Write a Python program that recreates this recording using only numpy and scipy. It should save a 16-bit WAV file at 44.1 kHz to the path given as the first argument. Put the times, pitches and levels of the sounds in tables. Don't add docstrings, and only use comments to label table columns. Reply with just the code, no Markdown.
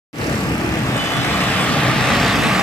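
import sys
import numpy as np
from scipy import signal
from scipy.io import wavfile
from scipy.ndimage import uniform_filter1d

SR = 44100
rng = np.random.default_rng(int(sys.argv[2]) if len(sys.argv) > 2 else 0)


def log_audio(samples):
    frames = np.atleast_2d(samples).T
    limited = np.clip(frames, -1, 1)
    pcm = np.round(limited * 32767).astype(np.int16)
    wavfile.write(sys.argv[1], SR, pcm)


N = 115542

# time_s, rumble_db, roar_db, rasp_db, hiss_db
APPROACH = [(.25, -23, -26.5, -42.5, -42), (.45, -22.5, -27, -43.5, -43), (.62, -22.5, -26, -46, -44),
            (.8, -22, -26.5, -38, -42.5), (.95, -22, -24, -36.5, -40), (1.1, -30, -23.5, -33.5, -38.5),
            (1.25, -21.5, -22.5, -31, -38.5), (1.4, -23, -22.5, -31, -38), (1.55, -23.5, -20.5, -29, -36.5),
            (1.7, -21.5, -22, -29, -37), (1.82, -21.5, -20, -29.5, -37), (1.95, -19, -21, -30, -37.5),
            (2.05, -23, -19.5, -30, -35.5), (2.18, -18.5, -19.5, -27.5, -37),
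            (2.32, -19.5, -20, -28.5, -35.5), (2.47, -22, -20, -29, -35), (2.62, -22.5, -19, -31.5, -35.5)]
# frequency_hz, gain_db
RUMBLE_EQ = [(15, -56), (25, -42), (48, -15), (60, -6.5), (91, -3), (119, 3), (246, 1), (275, -3),
             (340, -8.5), (450, -12.5), (700, -36), (1500, -120)]
ROAR_EQ = [(210, -26), (350, -8), (450, -4), (626, -2), (860, -1), (910, -6), (980, -5.5), (1050, -6),
           (1190, -2.5), (1420, -4), (1860, -3), (2250, -5), (2660, -5), (3300, -16), (4290, -48),
           (7260, -120)]
RASP_EQ = [(1760, -43), (3000, -1.5), (3280, -1.5), (3590, 0.5), (4310, -6.5), (4980, -7.5), (6300, -16),
           (8190, -23), (13900, -120)]
HISS_EQ = [(3530, -7), (6000, -1), (6980, -3), (8060, 0), (9420, -9.5), (12400, -8.5), (14800, -13.5),
           (15400, -15), (15600, -26)]
# pitch_hz, width_hz, gain_db
CASING_MODES = [(1050, 50, -4), (1135, 60, 0), (1200, 60, -.5), (1270, 50, -4), (1575, 60, -6),
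                (1830, 90, -5), (1910, 70, -6), (2080, 40, -6), (2700, 50, -7)]
# time_s, gain_db
CASING_FADER = [(.5, -18), (1.3, -8), (2.1, -6.5), (2.6, -6)]
# crank_multiple, level_db
ENGINE_TONES = [(2, -41), (4, -33.5), (5, -39), (6, -36.5), (9, -37.5), (10, -37), (14.3, -43.5), (18, -46),
                (20, -52), (22, -41), (36, -43.5)]
# time_s, gain_db
SMALL_FADER = [(.12, 0), (.33, 1), (.5, -1.5), (.7, -3.5), (.95, -9), (1.2, -26)]
# frequency_hz, gain_db
SMALL_PIPE_EQ = [(30, -35), (70, -21), (110, 2), (180, -3), (350, 2.5), (500, -2), (750, -15), (1000, -12)]
# pitch_hz, width_hz, gain_db
VALVE_MODES = [(4070, 870, 5), (4720, 1200, 6), (5500, 800, -3), (6640, 530, -4), (7540, 590, -3.5),
               (10700, 2200, -5)]
# start_s, level_db, pitch_hz
VALVE_ACCENTS = [(.183, -33, 6000), (.2104, -34, 4800), (.2673, -32, 6700), (.2937, -34, 6700),
                 (.349, -35, 7000), (.3795, -31, 7600), (.406, -31, 7700), (.4334, -32, 7500),
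                 (.4888, -32, 5300), (.5174, -34, 5200), (.5447, -35, 7700), (.6, -35, 6600)]
# start_s, strength_db
KNOCK_HITS = [(.7916, -33), (.9679, -31), (1.0494, -35), (1.4149, -32), (1.6077, -34), (1.625, -29),
              (1.6404, -33), (2.281, -32), (2.435, -32)]
# pitch_hz, width_hz, gain_db
KNOCK_MODES = [(8370, 300, 11.5), (6600, 800, -32)]
# time_s, lower_db, upper_db
HORN_FADERS = [(.95, -37.5, -43), (1.005, -29, -41), (1.095, -29, -40.5), (1.125, -38, -34),
               (1.17, -36, -37), (1.23, -38, -47), (1.28, -35.5, -41), (1.4, -35, -36), (1.45, -39, -37),
               (1.53, -41, -43), (1.585, -39, -34), (1.63, -31, -29.5), (1.675, -34, -38)]
# centre_s, level_db, width_s
WIND_PUFFS = [(1.018, -31, 0.044), (1.718, -27, 0.023), (2.11, -30, 0.019), (2.38, -27, 0.021),
              (2.456, -23, 0.027), (2.61, -27, 0.024)]
# frequency_hz, left_minus_right_db
PORT_BALANCE = [(60, 2), (300, 1), (2000, -0.5), (3200, -1), (4300, -4.5), (5200, -7), (6300, -1),
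                (7600, 0.5), (8800, 7), (11500, 9.5), (12700, 3), (15000, 7)]
# frequency_hz, left_lag_rad
PORT_PHASE_LAG = [(100, 0), (4200, 0), (6000, -1.8), (15000, -1.6)]
# frequency_hz, likeness_ratio
PORT_LIKENESS = [(60, 0.99), (250, 1), (600, 0.87), (1500, 0.53), (2600, 0.31), (4500, 0.56), (7000, 0.27),
                 (9000, .15), (15000, 0.091)]

CRANK_HZ, SMALL_FIRING_HZ = 31.53, 35.64
LAG_START_SAMPLES, LAG_SAMPLES_PER_S = -10.2, 4.9


def amp(db):
    return 10 ** (np.asarray(db) / 20)


def unit_rms(x):
    return x / np.sqrt(np.mean(x ** 2) + 1e-20)


def at_hz(points, hz):
    frequencies, values = np.transpose(points)
    return np.interp(np.log(hz + 1), np.log(frequencies + 1), values)


def fader(table, t, column=1):
    points = np.array(table)
    return amp(np.interp(t, points[:, 0], points[:, column]))


def drift(rate_hz):
    return unit_rms(np.interp(np.arange(N) / SR * rate_hz, np.arange(200), rng.standard_normal(200)))


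def ring(x, modes):
    return sum(amp(db) * signal.lfilter(*signal.iirpeak(hz, hz / width, SR), x)
               for hz, width, db in modes)


def firings(rate_hz, first_s, decay_s, spread_db):
    cycles = (np.arange(N) / SR - first_s) * rate_hz + 1
    strength = amp(spread_db * rng.standard_normal(400))[cycles.astype(int)]
    return strength * np.exp(-(cycles % 1) / rate_hz / decay_s)


def mic_ports(left, right, hz, lag_samples, tilt_db=0.):
    treble_tilt = tilt_db * np.clip(hz / 9000, 0, 1) ** 2
    balance = amp(at_hz(PORT_BALANCE, hz) / 2 - treble_tilt)[:, None]
    phase = 2 * np.pi * hz[:, None] * lag_samples / SR + at_hz(PORT_PHASE_LAG, hz)[:, None]
    pair = np.array([left * balance * np.exp(-1j * phase), right / balance])
    return signal.istft(pair, nperseg=512, noverlap=384)[1][:, :N]


def pan(x, tilt_db=0., lag_samples=None):
    hz, t, spectrogram = signal.stft(x, SR, nperseg=512, noverlap=384)
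    wander_rad = .5 * np.interp(t * SR, np.arange(N), drift(6.2))
    if lag_samples is None:
        lag_samples = LAG_START_SAMPLES + LAG_SAMPLES_PER_S * t
    return mic_ports(spectrogram * np.exp(1j * wander_rad), spectrogram, hz, lag_samples, tilt_db)


def noise_bed(patchy_db, eq=None, modes=()):
    frames, hz = N // 128 + 5, np.fft.rfftfreq(512, 1 / SR)
    t = np.arange(frames) * 128 / SR
    re_left, im_left, re_other, im_other, patches = rng.standard_normal((frames, 257, 5)).T
    patches = uniform_filter1d(uniform_filter1d(patches, 6, 0), 20, 1)
    gain = amp(patchy_db * unit_rms(patches))
    likeness = np.clip(at_hz(PORT_LIKENESS, hz), 0, 1)[:, None] ** (1.55 - .48 * t)
    left = re_left + 1j * im_left
    right = likeness * left + np.sqrt(1 - likeness ** 2) * (re_other + 1j * im_other)
    bed = mic_ports(left * gain, right * gain, hz, LAG_START_SAMPLES + LAG_SAMPLES_PER_S * t)
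    bins_hz = np.fft.rfftfreq(N, 1 / SR)
    if modes:
        colour = sum(amp(db) / (1 + ((bins_hz - pitch) / width * 2) ** 2) for pitch, width, db in modes)
    else:
        colour = amp(at_hz(eq, bins_hz))
    bed = np.fft.irfft(np.fft.rfft(bed) * colour, N)
    return bed / np.sqrt(np.mean(bed.mean(0) ** 2))


def tractor(t):
    chug = unit_rms(firings(2 * CRANK_HZ, first_s=.0095, decay_s=.005, spread_db=5.))
    rumble_gain, roar_gain, rasp_gain, hiss_gain = (fader(APPROACH, t, k) for k in range(1, 5))
    turns = np.cumsum(CRANK_HZ * (1 + .002884 * drift(3.97))) / SR
    tones = sum(amp(db + 4.5 * drift(9.27)) * np.sin(2 * np.pi * (k * turns + rng.random()))
                for k, db in ENGINE_TONES)
    rumble = noise_bed(patchy_db=-1., eq=RUMBLE_EQ)
    roar = noise_bed(patchy_db=.74, eq=ROAR_EQ)
    casing = fader(CASING_FADER, t) * noise_bed(patchy_db=1.9, modes=CASING_MODES)
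    rasp = noise_bed(patchy_db=2., eq=RASP_EQ)
    hiss = noise_bed(patchy_db=1.5, eq=HISS_EQ)
    return (rumble_gain * (.84 + .1 * chug) * rumble
            + roar_gain * (.85 + .1 * chug) * (roar + casing)
            + rasp_gain * (.85 + .1 * chug) * rasp
            + hiss_gain * (.91 + .25 * chug) * hiss
            + pan(np.sqrt(2) * tones * rumble_gain / rumble_gain.mean()))


def small_engine(t):
    first_s, accent_decay_s = .018, .0025
    cycles = SMALL_FIRING_HZ * (t - first_s)
    putter = 0
    for k in range(1, 28):
        gain = amp(at_hz(SMALL_PIPE_EQ, k * SMALL_FIRING_HZ) + 3.6 * drift(13.8))
        putter += gain * np.cos(2 * np.pi * k * cycles - .15 * k * k)
    bursts = firings(SMALL_FIRING_HZ, first_s, decay_s=.0023, spread_db=1.5)
    ticks = unit_rms(ring(bursts * rng.standard_normal(N), VALVE_MODES))
    clatter = unit_rms(ring(rng.standard_normal(N), VALVE_MODES))
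    engine = amp(-27) * unit_rms(putter) + amp(-45) * ticks + amp(-42) * clatter
    accents = 0
    for start_s, db, hz in VALVE_ACCENTS:
        age = t - start_s
        accents += (age > 0) * amp(db) * np.exp(-abs(age) / accent_decay_s) * np.sin(2 * np.pi * hz * age)
    return pan(engine * fader(SMALL_FADER, t) + accents, tilt_db=10.5, lag_samples=9.5)


def swell(t, centre_s, width_s):
    return np.exp(-.5 * ((t - centre_s) / width_s) ** 2)


def knocks(t):
    clicks = np.zeros(N)
    for start_s, db in KNOCK_HITS:
        clicks[round(start_s * SR)] = 20 * amp(db)
    squeak_hz, width_hz = 8150, 200
    squeak = unit_rms(ring(rng.standard_normal(N), [(squeak_hz, width_hz, 0)]))
    squeak *= amp(-37) * swell(t, centre_s=1.62, width_s=.022)
    return pan(ring(clicks, KNOCK_MODES) + squeak)


def horn(t):
    overtones_hz, roughness_hz = (3000, 3432), 45
    tone = 0
    for column, hz in enumerate(overtones_hz, start=1):
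        buzz = 1 + .35 * drift(roughness_hz)
        cycles = hz * t + .13 * drift(roughness_hz)
        tone += np.sqrt(2) * fader(HORN_FADERS, t, column) * buzz * np.sin(2 * np.pi * cycles)
    gate = 1. * (t > HORN_FADERS[0][0]) * (t < HORN_FADERS[-1][0])
    return pan(tone * uniform_filter1d(gate, 400), lag_samples=-1.5)


def wind(t):
    band = signal.butter(2, [60, 290], "bandpass", fs=SR)
    buffet = unit_rms(signal.lfilter(*band, rng.standard_normal(N)))
    puffs = sum(amp(db) * swell(t, centre_s, width_s) for centre_s, db, width_s in WIND_PUFFS)
    return buffet * puffs * [[1.], [-.6]]


def scene():
    t = np.arange(N) / SR
    return tractor(t) + small_engine(t) + knocks(t) + horn(t) + wind(t)


def record(dry):
    t = np.arange(N) / SR
    start_s, fade_s, cutoff_hz = .13, .11, 15300
    fade = (t > start_s) * np.clip(.096 + (t - start_s) / fade_s, 0, 1)
    high_cut = signal.firwin(511, cutoff_hz, window=("kaiser", 9), fs=SR)
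    return signal.oaconvolve(dry * fade, high_cut[None], "same")


dry = scene()
out = record(dry)
log_audio(out)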